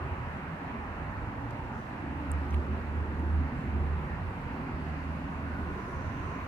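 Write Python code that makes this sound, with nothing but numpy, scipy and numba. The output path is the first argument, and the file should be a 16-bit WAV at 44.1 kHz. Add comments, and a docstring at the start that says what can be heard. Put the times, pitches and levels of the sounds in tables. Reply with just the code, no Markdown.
"""Traffic behind the houses

Road traffic reaches a paved courtyard and is heard through a hand-held phone with two ports. Engines rumble and
tyres roar near 1 kHz: shaped noise. A heavy engine booms low and other engines climb as they pull away: near
sines. A faint hiss and rustling leaves are filtered noise, a far bird chirps once as a bent sine, and fingers
tick on the phone's case: cracks of noise with short sagging rings. A finger scuffing the case briefly lifts the
hiss."""
import sys
import numpy as np
from scipy import signal
from scipy.fft import rfft, irfft, next_fast_len
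from scipy.io import wavfile
from scipy.ndimage import uniform_filter1d
from numba import njit

SR = 44100
rng = np.random.default_rng(int(sys.argv[2]) if len(sys.argv) > 2 else 0)


def transcribe(u):
    """Save the signal u as a 16-bit wav file named by the first command-line argument.

    u: samples, shape (n,) or (channels, n), limited to [-1, 1]; the rate is SR.
    q: integer samples, one column per channel.
    """
    v = np.clip(np.atleast_2d(u).T, -1, 1)
    q = np.round(v * 32767).astype(np.int16)
    wavfile.write(sys.argv[1], SR, q)


N = 285643
PADDED = next_fast_len(N)  # length of the transforms, in samples

# Colours of the hiss, the engines and the tyres. Each row: pitch in Hz, relative level in dB.
HISS_COLOUR = [(2600, -4.5), (3200, 0), (4000, -2.5), (4600, -6), (5100, -9.5), (6300, -12), (7200, -13.5),
               (9000, -16.5), (11000, -17.5), (14000, -18)]
RUMBLE_COLOUR = [(13, -35), (22, -10), (43, -8.5), (65, -5), (81, -0.5), (108, -6.5), (155, -5.5),
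                 (183, -7), (269, -6), (290, -8.5), (320, -14.5), (365, -14.5), (443, -19), (600, -19.5),
                 (780, -28), (1320, -120)]
ROAR_COLOUR = [(260, -35), (450, -4), (660, -3.5), (840, -1.5), (1020, -2), (1260, -3.5), (1870, -6.5),
               (2200, -11), (2750, -14.5), (3050, -22), (3400, -30), (4500, -61)]
# Levels over time of the hiss, the deep rumble, the heavy engines, the light engines and the tyres; # the hiss
# rises briefly near 2.5 s where a finger scuffs the case. Each row: time in seconds, level in dB.
HISS_LEVEL = [(0, -70), (2.1, -70), (2.45, -68), (2.53, -68), (2.62, -69), (2.9, -70), (5, -69), (5.9, -68),
              (6.48, -68.5)]
DEEP_LEVEL = [(0, -46), (.6, -52), (1, -43.5), (2.7, -50.5), (3.8, -41.5), (5.2, -50.5), (5.8, -44),
              (6.48, -45)]
HEAVY_LEVEL = [(0, -39.5), (1.5, -42), (2.1, -42.5), (2.7, -40.5), (3.6, -39.5), (4.2, -39), (4.8, -41.5),
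               (5.3, -42), (5.7, -41), (6, -40), (6.48, -42)]
LIGHT_LEVEL = [(0, -47), (1.5, -43), (2.6, -40), (3.1, -40.5), (3.7, -41.5), (4.2, -44.5), (4.55, -41),
               (4.9, -43), (5.4, -43), (5.75, -39.5), (6.1, -44), (6.48, -43.5)]
TYRE_LEVEL = [(0, -44), (.7, -44.5), (1.05, -44.5), (1.4, -45.5), (2, -45.5), (2.4, -45), (3, -46),
              (3.8, -45), (4.5, -45), (5.2, -45.5), (6, -44.5), (6.48, -44.5)]
# Gusts in the leaves. Each row: peak time in seconds, half length in seconds, level in dB,
# centre in Hz, width of each filter pass in Hz.
GUSTS = [(1.79, 0.11, -75, 6000, 2400), (4.85, 0.51, -74.5, 4570, 900), (5.9, .08, -76, 9500, 4000),
         (5.98, 0.26, -71, 5950, 1500), (6.35, .22, -75, 6100, 1600)]
# Path of the bird's one chirp. Each row: time in seconds, pitch in Hz, level in dB.
CHIRP = [(3.558, 6950, -86), (3.57, 7700, -83), (3.582, 7620, -80), (3.591, 7320, -73), (3.604, 7150, -88)]
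# Finger ticks on the case. Each row: start in seconds, ring peak in dB, starting pitch of the ring in Hz,
# rise to the peak in cycles of that pitch (under 1 is a dry snap), crack level in dB,
# left minus right in dB.
TICKS = [(1.5086, -43.5, 6000, .3, -65, -16), (2.3147, -43, 11000, 7, -46, -2),
         (2.3164, -32.5, 10750, 6.6, -33, -2), (2.5075, -50, 7900, 7, -49, -4),
         (2.5197, -68, 14000, 6, -60, -3), (2.5262, -47, 3700, 5, -54, -2), (2.5305, -50, 3200, 4, -58, -2),
         (2.5362, -56, 10500, 1.5, -50, -3), (2.539, -36, 1500, 1.6, -60, -4),
         (2.5408, -39, 2860, 5.1, -50, -5), (2.5437, -41, 3840, 4.3, -50, -3),
         (2.545, -48, 5400, 3.5, -56, -4), (2.5472, -50, 3570, 3, -56, -5),
         (2.5462, -58, 11800, 10, -54, 0), (2.5412, -60, 11000, 10, -52, -2),
         (2.533, -60, 8500, 2, -56, -3), (3.1963, -58, 9000, .4, -52, 6), (5.9618, -53, 7500, .4, -60, 3.5)]
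# Engine notes that climb steadily. Each row: start in seconds, end in seconds, first pitch in Hz,
# last pitch in Hz, level in dB.
CLIMBS = [(1.053, 2.243, 91.86, 146.9, -47), (4.409, 5.38, 143, 167, -47)]
# The heavy engine's boom, one row for each stretch at nearly one pitch; neighbouring stretches may
# overlap. Each row: first pitch in Hz, last pitch in Hz, then a list of pairs of time in seconds
# and level in dB.
BOOMS = [ (80.7, 86, [(0, -28), (.09, -53), (.12, -33), (.2, -45), (.23, -34), (.36, -65)]),
         (74.5, 74.7, [(2.08, -42), (2.14, -35), (2.19, -39.5), (2.39, -30.5), (2.49, -37), (2.55, -24),
         (2.61, -30), (2.65, -40)]), (76.3, 76.6, [(2.63, -44), (2.71, -29.5), (2.82, -42), (2.93, -34),
         (3.02, -31.5), (3.05, -45), (3.1, -32), (3.13, -39), (3.17, -33.5), (3.4, -26), (3.54, -47),
         (3.62, -46)]), (75.4, 74.7, [(3.6, -51), (3.69, -29.5), (3.72, -40), (3.76, -30.5), (3.9, -30),
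         (4.02, -37), (4.13, -47)]), (78.34, 76.5, [(4.7, -43.5), (4.92, -38.5), (5.12, -38.5), (5.33, -44),
         (5.45, -40), (5.68, -37), (5.8, -52)]), ]
# Upper drone of the light engines. Each row: time in seconds, centre in Hz, lift as a gain.
DRONE = [(0, 375, 0.47), (1, 380, 0.41), (1.8, 330, .1), (2.3, 323, .05), (2.7, 330, 0.54),
         (3.3, 335, 0.45), (3.55, 345, 0.27), (3.85, 344, 1.3), (4.1, 344, 0.82), (4.4, 346, 0.17),
         (5.4, 385, 0.1), (5.9, 404, .8), (6.48, 410, 0.54)]
# Hump of the tyre roar, and a higher, narrower whine that sinks as a car passes.
# Each row: time in seconds, centre in Hz, lift as a gain, width of each filter pass in Hz.
TYRE_HUMP = [(0, 910, 0.5, 450), (.5, 920, 0.24, 500), (.95, 840, 0.45, 450), (1.2, 960, 0.23, 500),
             (1.5, 890, 0.66, 400), (1.9, 840, 0.26, 400), (2.4, 970, 0.22, 500), (3.2, 900, 0.2, 450),
             (5.2, 970, 0.1, 350), (5.6, 1000, 0.5, 240), (5.9, 1040, 0.91, 189), (6.1, 1040, 0.56, 200),
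             (6.3, 1015, 1.1, 220), (6.48, 990, 0.7, 260)]
TYRE_WHINE = [(5.1, 1520, 0.01, 180), (5.3, 1510, 0.52, 180), (5.9, 1440, 0.76, 180),
              (6.2, 1380, 0.24, 180), (6.4, 1300, 0.01, 180)]
# How the two ports differ. Each row: pitch in Hz, likeness from 0 to 1, lead of the left in radians,
# left minus right in dB.
PORTS = [(30, .98, .33, -3.8), (90, .99, .35, -2.5), (220, .99, .22, -.5), (380, .96, .15, -2),
         (600, .65, .15, -4), (800, .4, .5, -2), (1100, .28, 1.3, -2.2), (1600, .18, 1.8, -2.3),
         (2200, .3, 2.2, -2.3), (2900, .08, 3.3, -.5), (4200, .05, 3.3, -.5), (6000, .05, 3.3, 1.2),
         (14000, .05, 3.3, .5)]


def undb(db):
    """Turns a level in dB into a gain."""
    return 10 ** (np.asarray(db) / 20)


def curves(table):
    """Draws straight lines between the rows of a time table, one value per sample for each column."""
    seconds, *columns = np.transpose(table)
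    return [np.interp(np.arange(N) / SR, seconds, column) for column in columns]


def bin_hz():
    """Pitch of each bin of a transform in Hz, kept at 1 or more."""
    return np.maximum(np.arange(PADDED // 2 + 1) * SR / PADDED, 1)


def over_hz(table, column=1):
    """Spreads a column of a pitch table over the transform's bins, evenly in octaves."""
    table = np.array(table)
    return np.interp(np.log(bin_hz()), np.log(table[:, 0]), table[:, column])


def walk(rate):
    """Wanders at random: draws held for 1 / rate seconds, then smoothed twice; spread near 1."""
    hold = int(SR / rate)
    steps = np.repeat(rng.standard_normal(N // hold + 1), hold)
    smooth = uniform_filter1d(uniform_filter1d(steps, hold), hold)
    return 1.21 * smooth[:N]


@njit
def band_pass(x, hz, width):
    """Lets through a band around a moving centre, with gain 1 there (a state-variable filter)."""
    y, band, low = np.empty(len(x)), 0., 0.
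    for i in range(len(x)):
        g, damping = np.tan(np.pi * hz[i] / SR), width[i] / hz[i]
        v = (band + g * (x[i] - low)) / (1 + g * (g + damping))
        band = 2 * v - band
        low = low + 2 * g * v
        y[i] = damping * v
    return y


def band_pass_twice(pair, hz, width):
    """Runs both sides through the same band twice, for steeper slopes."""
    return np.array([band_pass(band_pass(side, hz, width), hz, width) for side in pair])


def ports(shared, own=None):
    """Left and right spectra of one wave field; what is not alike comes from other directions."""
    like = np.clip(over_hz(PORTS, column=1), 0, 1) if own is not None else 1
    right = rfft(shared, PADDED)
    left = like * right * np.exp(1j * over_hz(PORTS, column=2))
    if own is not None:
        left = left + np.sqrt(1 - like ** 2) * rfft(own, PADDED)
    tilt = undb(over_hz(PORTS, column=3) / 2)
    return np.array([left * tilt, right / tilt])


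def field(colour, lo_hz, hi_hz, flicker_db, rate):
    """Coloured noise from all around, in third-octave bands that flicker alone; the mid has rms 1."""
    hz = bin_hz()
    soft_edges = 1 / np.sqrt((1 + (lo_hz / hz) ** 8) * (1 + (hz / hi_hz) ** 8))
    pair = ports(*rng.standard_normal((2, PADDED))) * undb(over_hz(colour)) * soft_edges
    out = 0
    for centre in lo_hz * 2 ** np.arange(-1, np.log2(hi_hz / lo_hz) + 1.5, 1 / 3):
        # neighbouring bands cross over and add up to 1
        share = np.cos(np.pi * np.clip(1.5 * np.log2(hz / centre), -.5, .5)) ** 2
        out = out + irfft(pair * share, PADDED)[:, :N] * undb(flicker_db * walk(rate))
    mid = out.mean(axis=0)
    return out / np.sqrt(np.mean(mid ** 2))


def hiss():
    """A faint, wide noise from all around; it swells briefly near 2.5 s as a finger scuffs the case."""
    return field(HISS_COLOUR, 3270, 15000, flicker_db=1.0, rate=22.04) * undb(*curves(HISS_LEVEL))


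def leaves():
    """Leaves rustle in a narrower band with each gust, which swells and fades as a bell curve."""
    t, out = np.arange(N) / SR, 0
    noise = rng.standard_normal((2, N))
    for peak_s, half_s, db, hz, width_hz in GUSTS:
        rustle = band_pass_twice(noise, np.full(N, 1. * hz), np.full(N, 1. * width_hz))
        gust = np.exp(-((t - peak_s) / half_s) ** 2)
        out = out + rustle / rustle.std() * undb(db) * gust
    return out * undb(2.1 * walk(18))


def sine(hz):
    """A sine of rms 1 that follows a moving pitch, from a random point of its cycle."""
    turns = np.cumsum(hz) / SR + rng.random()
    return np.sqrt(2) * np.sin(2 * np.pi * turns)


def sounding(start_s, end_s, fade_s):
    """1 inside a span and 0 outside, with straight fades at both ends."""
    t = np.arange(N) / SR
    return np.clip(np.minimum(t - start_s, end_s - t) / fade_s, 0, 1)


def bird():
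    """A chirp as a near sine that rises and falls once, a little wavery in pitch and level."""
    hz, db = curves(CHIRP)
    tone = sine(hz * (1 + .007 * walk(300)))
    return tone * undb(db + 2.5 * walk(199.5)) * sounding(CHIRP[0][0], CHIRP[-1][0], fade_s=.004)


def ticks(lead_s, sag, crack_s):
    """A wide crack as the skin lets go, and a short ring of the case that sags in pitch."""
    out, t = np.zeros((2, N)), np.arange(int(.03 * SR)) / SR
    high_pass = signal.butter(2, 6200, "high", fs=SR, output="sos")
    grit = signal.sosfilt(high_pass, rng.standard_normal((len(TICKS), 2, len(t)))) / 2
    for (start_s, db, hz, cycles, crack_db, pan_db), noise in zip(TICKS, grit):
        first = int(start_s * SR)
        for side, sign in enumerate((1, -1)):
            # the left port is nearer, so the right starts later; the ring's swell peaks at age 1
            age = np.maximum(t - side * lead_s, 0) * hz / cycles
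            turns = cycles * (age * (1 - sag) + sag * (1 - np.exp(-age)))
            swell = (age * np.exp(1 - age)) ** 2
            ring = np.sin(2 * np.pi * turns) * swell * undb(db)
            crack = noise[side] * np.exp(-t / crack_s) * np.minimum(age, 1) * undb(crack_db)
            out[side, first:first + len(t)] += (ring + crack) * undb(sign * pan_db / 2)
    return out


def engine_note(first_hz, last_hz, levels, waver, flutter_db=0):
    """One engine order: nearly a sine, gliding evenly and silent outside its span."""
    start_s, end_s = levels[0][0], levels[-1][0]
    hz = np.interp(np.arange(N) / SR, (start_s, end_s), (first_hz, last_hz))
    db = curves(levels)[0] + flutter_db * walk(6.5)
    return sine(hz * (1 + waver * walk(12))) * undb(db) * sounding(start_s, end_s, fade_s=0.027)


def single_engines():
    """The heavy engine's boom and the climbing engines, each one wave that meets both ports."""
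    boom = sum(engine_note(*stretch, waver=0.0036) for stretch in BOOMS)
    climb = 0
    for start_s, end_s, first_hz, last_hz, db in CLIMBS:
        levels = [(start_s, db), (end_s, db)]
        climb = climb + engine_note(first_hz, last_hz, levels, waver=0.03, flutter_db=2)
    return irfft(ports(boom + climb), PADDED)[:, :N]


def tyres():
    """Tread on asphalt rings a broad hump that slides with the speed of the cars."""
    roar = field(ROAR_COLOUR, 446, 4000, flicker_db=1.2, rate=14)
    # the whine is a band of the roar lifted after the hump has been added
    for table in (TYRE_HUMP, TYRE_WHINE):
        hz, lift, width_hz = curves(table)
        hz = hz * (1 + 0.0088 * walk(4.6))
        roar = roar + lift * undb(1.5 * walk(9)) * band_pass_twice(roar, hz, width_hz)
    return roar * undb(*curves(TYRE_LEVEL))


def engines():
    """Many far engines blend into noise: a deep rumble, heavy engines, and light ones with a drone."""
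    deep = field(RUMBLE_COLOUR, 30, 60.4, flicker_db=0.87, rate=9.4)
    heavy = field(RUMBLE_COLOUR, 61.0, 168, flicker_db=2.7, rate=5.06)
    light = field(RUMBLE_COLOUR, 183.3, 486, flicker_db=2.54, rate=6)
    drone_hz, lift = curves(DRONE)
    width_hz = np.full(N, 66.0)
    light = light + lift * np.array([band_pass(side, drone_hz, width_hz) for side in light])
    rumble = deep * undb(*curves(DEEP_LEVEL)) + heavy * undb(*curves(HEAVY_LEVEL))
    return rumble + light * undb(*curves(LIGHT_LEVEL))


def scene():
    """Adds up all sources at the two ports."""
    background = hiss() + leaves() + bird()
    fingers = ticks(lead_s=0.00009, sag=0.33, crack_s=0.0018)
    return background + fingers + single_engines() + tyres() + engines()


def record(dry):
    """The small capsules lose the deepest bass; the phone cuts the top steeply."""
    bass_cut = signal.butter(4, 34, "high", fs=SR, output="sos")
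    top_cut = signal.ellip(12, .2, 70, 14120, fs=SR, output="sos")  # ripple and depth in dB, edge in Hz
    return signal.sosfilt(top_cut, signal.sosfilt(bass_cut, dry))


dry = scene()
out = record(dry)
transcribe(out)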